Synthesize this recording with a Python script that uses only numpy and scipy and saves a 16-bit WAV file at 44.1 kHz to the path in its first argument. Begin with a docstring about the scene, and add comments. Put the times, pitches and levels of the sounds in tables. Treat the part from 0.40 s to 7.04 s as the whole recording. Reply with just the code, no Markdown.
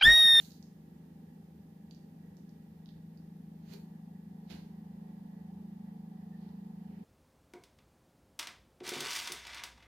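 """A close rustle, and bubbles bursting on the foam as a bath bomb dissolves in a tub in a small hard room.
Each bubble snaps and rings briefly; a few more grainy rustles follow, and the water makes the tub boom.
A machine behind the wall hums, its shaft orders beating into two throbs a turn, and grows louder as it
slowly gains speed. A faint whine, rush and whir go with it, over low room noise."""
import sys
import numpy as np
from scipy import signal
from scipy.fft import rfft, irfft, next_fast_len
from scipy.io import wavfile
from scipy.ndimage import map_coordinates

SR = 44100
rng = np.random.default_rng(int(sys.argv[2]) if len(sys.argv) > 2 else 0)


def to_wav(sig):
    """Store sig (one row per channel, or 1-D mono) as 16-bit WAV at the path in sys.argv[1].

    Samples outside -1..1 are clipped; the rate is SR.
    """
    pcm = np.clip(np.atleast_2d(sig), -1, 1) * 32767
    pcm = np.round(pcm).astype(np.int16)
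    wavfile.write(sys.argv[1], SR, pcm.T)  # frames by channels


N = 292824
TOP_HZ = 15520
LOAD_MIDDLE_S, LOAD_LENGTH_S = 3.65, 2.4  # the machine's one rise from low to full effort
# Spectrum of bright hiss. Each row: frequency in Hz, relative density in dB.
BRIGHT_SPECTRUM = [(3000, -33), (6500, 2.5), (8500, -10), (11500, -3.5), (15500, -5.5)]


def bubbles(ring_t60_s=0.013, lowpass_hz=7100):
    """Each film bursts with one sharp snap, and its cavity rings for a few milliseconds."""
    # Each row: start in seconds, level over 1 ms in dB, pitch in Hz, snap half-width in octaves,
    # ring re snap in dB.
    pops = [(.048, -48, 4050, 0.17, -11), (.055, -52, 4600, 0.26, -9), (.107, -50.5, 4600, .25, -12),
            (0.1188, -50.5, 5070, 0.44, -7), (.123, -54, 4640, 0.37, -8), (0.227, -50, 5500, 0.38, -14),
            (1.5105, -47.5, 4700, 0.79, -1), (1.548, -57, 5170, 0.27, -11), (1.969, -56.5, 5900, 0.49, -16),
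            (2.093, -60, 4900, .3, -10), (2.459, -52.5, 4050, 0.31, -12), (2.490, -52.5, 3820, 0.31, -13),
            (2.7745, -58, 4800, 0.17, 1), (3.337, -49, 4500, .3, 2), (4.101, -51, 4000, 0.55, -10),
            (6.0907, -66, 4280, .36, -10)]
    out, t = np.zeros((2, N)), np.arange(SR // 20) / SR
    for start_s, db, hz, octaves, ring_db in pops:
        edges_hz = np.minimum(hz * 2.0 ** np.array([-octaves, octaves]), TOP_HZ)
        snap = signal.lfilter(*signal.butter(2, edges_hz, "band", fs=SR), t == 0)
        ring = np.sin(2 * np.pi * hz * t) * amp(-60 * t / ring_t60_s)
        burst = unit(unit(snap) + amp(ring_db) * unit(ring))
        pop = np.zeros(N)
        pop[round(start_s * SR):][:len(t)] = burst * np.sqrt(.001 / t[-1])
        out += amp(db) * in_room(pop, left_db=-34, wet_left_db=-7, wet_right_db=-.5)
    return signal.lfilter(*signal.butter(8, lowpass_hz, fs=SR), out)


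def rustles(grain_db=2.5):
    """Brief close rustles: grainy rubbing noise with a low body and bright hiss on top."""
    # Each row: crest in seconds, level in dB, 60 dB rise and fall times in seconds,
    # body and hiss re rub in dB.
    strokes = [(0.0, -57, .1, 0.51, -8.5, 2), (3.336, -56, 0.27, 0.2, 0, -5.5),
               (4.10, -67, 0.19, 0.085, 0, -11), (4.106, -51.5, 0.028, 0.38, -0.5, -12),
               (6.02, -72.5, 0.23, 0.69, 0, -24), (6.55, -79.5, 0.59, 0.79, 12, -23)]
    # Rub and body spectra. Each row: frequency in Hz, relative density in dB.
    rub_spectrum = [(1000, -10.5), (2200, -8.5), (3000, -0.5), (3600, -0.5), (4400, 5), (5500, -7),
                    (6500, -10.5), (8400, -29), (11000, -17), (15000, -25)]
    body_spectrum = [(50, -7), (100, -1.5), (250, 0), (400, 15), (600, -1.5), (900, 3), (1250, -3),
                     (1800, 1.5), (3000, -1.5), (5000, -36), (9000, -52)]
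    # The left side dips near 4 kHz. Each row: frequency in Hz, gain in dB.
    shade = [(800, 5.5), (2000, 0), (4300, -8), (8000, 6.5), (12000, 4.5)]
    t, flow = np.arange(N) / SR, np.zeros(N)
    grains = lambda: rng.standard_normal(N) * amp(grain_db * rng.standard_normal(N))
    rub = coloured(grains(), rub_spectrum)
    body = coloured(grains(), body_spectrum)
    hiss = coloured(grains(), BRIGHT_SPECTRUM)
    for crest_s, db, rise_s, fall_s, body_db, hiss_db in strokes:
        swell = amp(db - 60 * np.maximum((crest_s - t) / rise_s, (t - crest_s) / fall_s))
        flow += swell * (rub + amp(body_db) * body + amp(hiss_db) * hiss)
    left, right = in_room(flow, left_db=-27, wet_left_db=-6.5, wet_right_db=-10)
    return np.array([filtered(left, lambda hz: amp(along(shade, hz))), right])


def droplet(start_s=3.3372, db=-45.5, t60_s=.006):
    """A droplet flicks the surface: one very short, bright burst of noise."""
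    age_s = np.arange(N) / SR - start_s
    decay = (age_s >= 0) * amp(db - 60 * np.abs(age_s) / t60_s)
    burst = decay * coloured(rng.standard_normal(N), BRIGHT_SPECTRUM)
    return in_room(burst, left_db=-7, wet_left_db=-13, wet_right_db=-10)


def tub_booms(rise_s=0.0081):
    """Moving water bumps the tub, which booms softly."""
    # Each row: start in seconds, level in dB, t60 in seconds.
    bumps = [(1.17, -66, 0.28), (2.56, -53, 0.27), (3.27, -70, .5), (4.11, -53.5, 0.77)]
    # Each row: frequency in Hz, relative density in dB.
    tub_spectrum = [(30, -15), (80, 11.5), (130, 1.5), (200, -15), (290, -2), (400, -11), (600, -15),
                    (1200, -38), (3000, -70)]
    t, swell = np.arange(N) / SR, np.zeros(N)
    for start_s, db, t60_s in bumps:
        age_s = np.maximum(t - start_s, 0)
        swell += amp(db - 60 * age_s / t60_s) * (1 - np.exp(-age_s / rise_s))
    return swell * diffuse(tub_spectrum)


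def machine(throb_s=5.876):
    """A shaft gains speed under rising load; its hum orders peak together at throb_s."""
    # Each row: time in seconds, shaft speed in turns per second.
    speed = [(0.0, 12.436), (1.5, 12.477), (3.0, 12.577), (4.5, 12.719), (5.5, 12.8), (6.64, 12.834)]
    turns = np.cumsum(np.interp(np.arange(N) / SR, *np.transpose(speed))) / SR
    angle = 2 * np.pi * (turns - turns[round(throb_s * SR)])
    effort = ease(LOAD_MIDDLE_S, LOAD_LENGTH_S)
    return hum(angle) + whine(angle, effort) + rush(angle, effort)


def hum(angle, unsteady_db=0.4, pan_before_db=0.75, pan_after_db=-0.4, left_lag_rad=.14):
    """Three odd shaft orders swell and beat into a throb; the hum shifts slightly right."""
    # Each row: order, levels before and after in dB, middle and length of the swell in seconds.
    orders = [(13, -56.5, -52, 2.38, .5), (15, -59.5, -50, 3.27, 4.5), (17, -63, -52.5, 2.77, 7)]
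    drift = ease(middle_s=4.2, length_s=1.2)
    pan_db = pan_before_db + (pan_after_db - pan_before_db) * drift
    side, out = np.array([[.5], [-.5]]), np.zeros((2, N))
    for order, before_db, after_db, middle_s, length_s in orders:
        db = before_db + (after_db - before_db) * ease(middle_s, length_s) + unsteady_db * wobble(3)
        phase = order * angle - side * left_lag_rad * drift
        out += np.sqrt(2) * amp(db + side * pan_db) * np.cos(phase)
    return out


def whine(angle, effort):
    """Faint high shaft orders waver more under load, differently on each side."""
    # Each entry: frequency in cycles per turn.
    orders = (19, 35, 48, 59, 64, 68, 72)
    # Each row, one per order: levels at low and at full effort in dB.
    levels = [(-69, -81), (-89.5, -75.5), (-85, -94.5), (-95.5, -75.5), (-81, -81), (-96, -77.5),
              (-88.5, -90)]
    waver_rad, out = .12 + .8 * effort ** 2, np.zeros((2, N))
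    for order, (low_db, full_db) in zip(orders, levels):
        phase = order * angle + waver_rad * np.array([wobble(9), wobble(9)])
        out += np.sqrt(2) * amp(low_db + (full_db - low_db) * effort) * np.cos(phase)
    return out


def rush(angle, effort, low_db=-74, growth_db=6, flutter=0.11):
    """Machine noise that swells once a turn and grows with effort."""
    # Each row: frequency in Hz, relative density in dB.
    rush_spectrum = [(300, -8.5), (450, -4), (600, -8.5), (700, -1.5), (770, 3), (870, 0.5), (1050, -9),
                     (1350, -20), (2200, -24.5), (3500, -24), (4300, -30.5), (4800, -22.5), (5400, -40.5),
                     (7000, -43)]
    db = low_db + growth_db * effort + 0.84 * wobble(8)
    return amp(db) * (1 + flutter * np.cos(angle)) * diffuse(rush_spectrum)


def squeak(crest_s=5.942, db=-66, hz=1810, width_s=0.022):
    """One brief, far squeak: a tone with jittering phase."""
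    t = np.arange(N) / SR
    swell = amp(db) * np.exp(-((t - crest_s) / width_s) ** 2)
    tone = np.sin(2 * np.pi * hz * t + 1.1 * wobble(220))
    return in_room(swell * tone, left_db=-9, wet_left_db=-5, wet_right_db=-5)


def whir(low_db=-82, growth_db=2.7, left_db=-3):
    """A wavering noise band near 1.9 kHz that grows with the machine's effort."""
    # Each row: frequency in Hz, relative density in dB.
    whir_spectrum = [(1400, -15.5), (1700, 6.5), (1800, 0), (1920, 8), (2020, -3), (2200, -39)]
    effort = ease(LOAD_MIDDLE_S, LOAD_LENGTH_S)
    db = low_db + growth_db * effort + 0.93 * wobble(3.1) + 1.6 * wobble(12)
    return amp(db) * diffuse(whir_spectrum) * amp([[left_db], [0]])


def background(air_db=-62.5, roar_db=-60, hiss_db=-76.5):
    """Wavering building tones, room air, a low roar and a faint hiss."""
    # Each row: frequency in Hz, level in dB.
    building_tones = [(80.7, -73.5), (100, -78), (301.5, -74)]
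    # Noise spectra. Each row: frequency in Hz, relative density in dB.
    air_spectrum = [(20, -14), (42, -9.5), (55, -12), (80, 0), (125, -0.5), (200, 3.5), (420, -13.5),
                    (620, -21.5), (1300, -25.5), (2300, -28.5), (5000, -34.5), (9000, -41)]
    roar_spectrum = [(120, -19.5), (170, 4), (250, 9), (285, -3.5), (420, -4.5), (500, -7), (620, -20),
                     (1000, -39.5)]
    hiss_spectrum = [(1000, -3), (5000, -3), (8000, -7), (10000, -4), (12000, 0.5), (15500, 0)]
    t, tones = np.arange(N) / SR, np.zeros(N)
    for hz, db in building_tones:
        peak = np.sqrt(2) * amp(db + 2.4 * wobble(5.4))
        tones += peak * np.sin(2 * np.pi * hz * t + .6 * wobble(4))
    air = amp(air_db + 0.55 * wobble(3)) * diffuse(air_spectrum)
    roar = amp(roar_db + .8 * wobble(2.99)) * diffuse(roar_spectrum)
    hiss = amp(hiss_db) * coloured(rng.standard_normal((2, N)), hiss_spectrum)
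    return tones + air + roar + hiss


def in_room(x, left_db, wet_left_db, wet_right_db):
    """Direct sound on the right, plus a fresh tail from the hard walls."""
    # Bathroom decay. Each row: frequency in Hz, t60 in seconds.
    room_t60 = [(200, 0.45), (2000, 0.5), (5000, 0.41), (12000, 0.54)]
    hz, t, noise = signal.stft(rng.standard_normal((2, SR // 2)), SR, nperseg=256)
    decay = amp(-60 * t / along(room_t60, hz)[:, None])
    tail = signal.istft(noise * decay, SR, nperseg=256)[1]
    wet = signal.fftconvolve(x[None], tail / np.linalg.norm(tail[0]), axes=1)[:, :N]
    return x * amp([[left_db], [0]]) + wet * amp([[wet_left_db], [wet_right_db]])


def diffuse(spectrum):
    """Stereo room noise at rms 1: alike in the bass, unrelated in the treble."""
    # Each row: frequency in Hz, left-right correlation.
    likeness = [(30, 0), (70, 0.78), (180, 1), (300, 1), (500, 0.4), (900, 0), (4000, 0)]
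    # Each row: frequency in Hz, left minus right in dB.
    balance = [(200, 0), (450, -6.5), (750, 2), (1100, -2.5), (1900, -2), (4000, -4), (7000, -1)]
    spread_rad = lambda hz: np.arccos(np.clip(along(likeness, hz), -1, 1)) / 2
    mid = filtered(rng.standard_normal(N), lambda hz: np.cos(spread_rad(hz)))
    side = filtered(rng.standard_normal(N), lambda hz: np.sin(spread_rad(hz)))
    pan = lambda hz: amp(np.outer([.5, -.5], along(balance, hz)))
    return coloured(filtered(np.array([mid + side, mid - side]), pan), spectrum)


def amp(db):
    """Decibels to gain."""
    return 10 ** (np.asarray(db) / 20)


def unit(x):
    """x scaled to rms 1."""
    return x / np.sqrt(np.mean(x ** 2) + 1e-20)


def along(points, hz):
    """(Hz, value) points read on a log axis."""
    knots_hz, values = np.transpose(points)
    return np.interp(np.log(hz + 1), np.log(knots_hz + 1), values)


def ease(middle_s, length_s):
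    """A smooth rise from 0 to 1."""
    return .5 + .5 * np.sin(np.pi * np.clip((np.arange(N) / SR - middle_s) / length_s, -.5, .5))


def wobble(rate_hz):
    """A smooth curve through random knots."""
    knots = rng.standard_normal(int(N * rate_hz / SR) + 4)
    return map_coordinates(knots, [np.arange(N) * rate_hz / SR])


def filtered(x, response):
    """x filtered by the gain response(hz)."""
    size = next_fast_len(N + SR // 2)
    return irfft(rfft(x, size) * response(np.fft.rfftfreq(size, 1 / SR)), size)[..., :N]


def coloured(x, spectrum):
    """x shaped by (Hz, dB) points, at rms 1."""
    return unit(filtered(x, lambda hz: amp(along(spectrum, hz))))


def scene():
    """The tub and the rustles in front, the machine and the room behind."""
    behind = machine() + squeak() + whir() + background()
    return bubbles() + rustles() + droplet() + tub_booms() + behind


def record(dry):
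    """Brick-wall low-pass at TOP_HZ."""
    return filtered(dry, lambda hz: hz < TOP_HZ)


dry = scene()
out = record(dry)
to_wav(out)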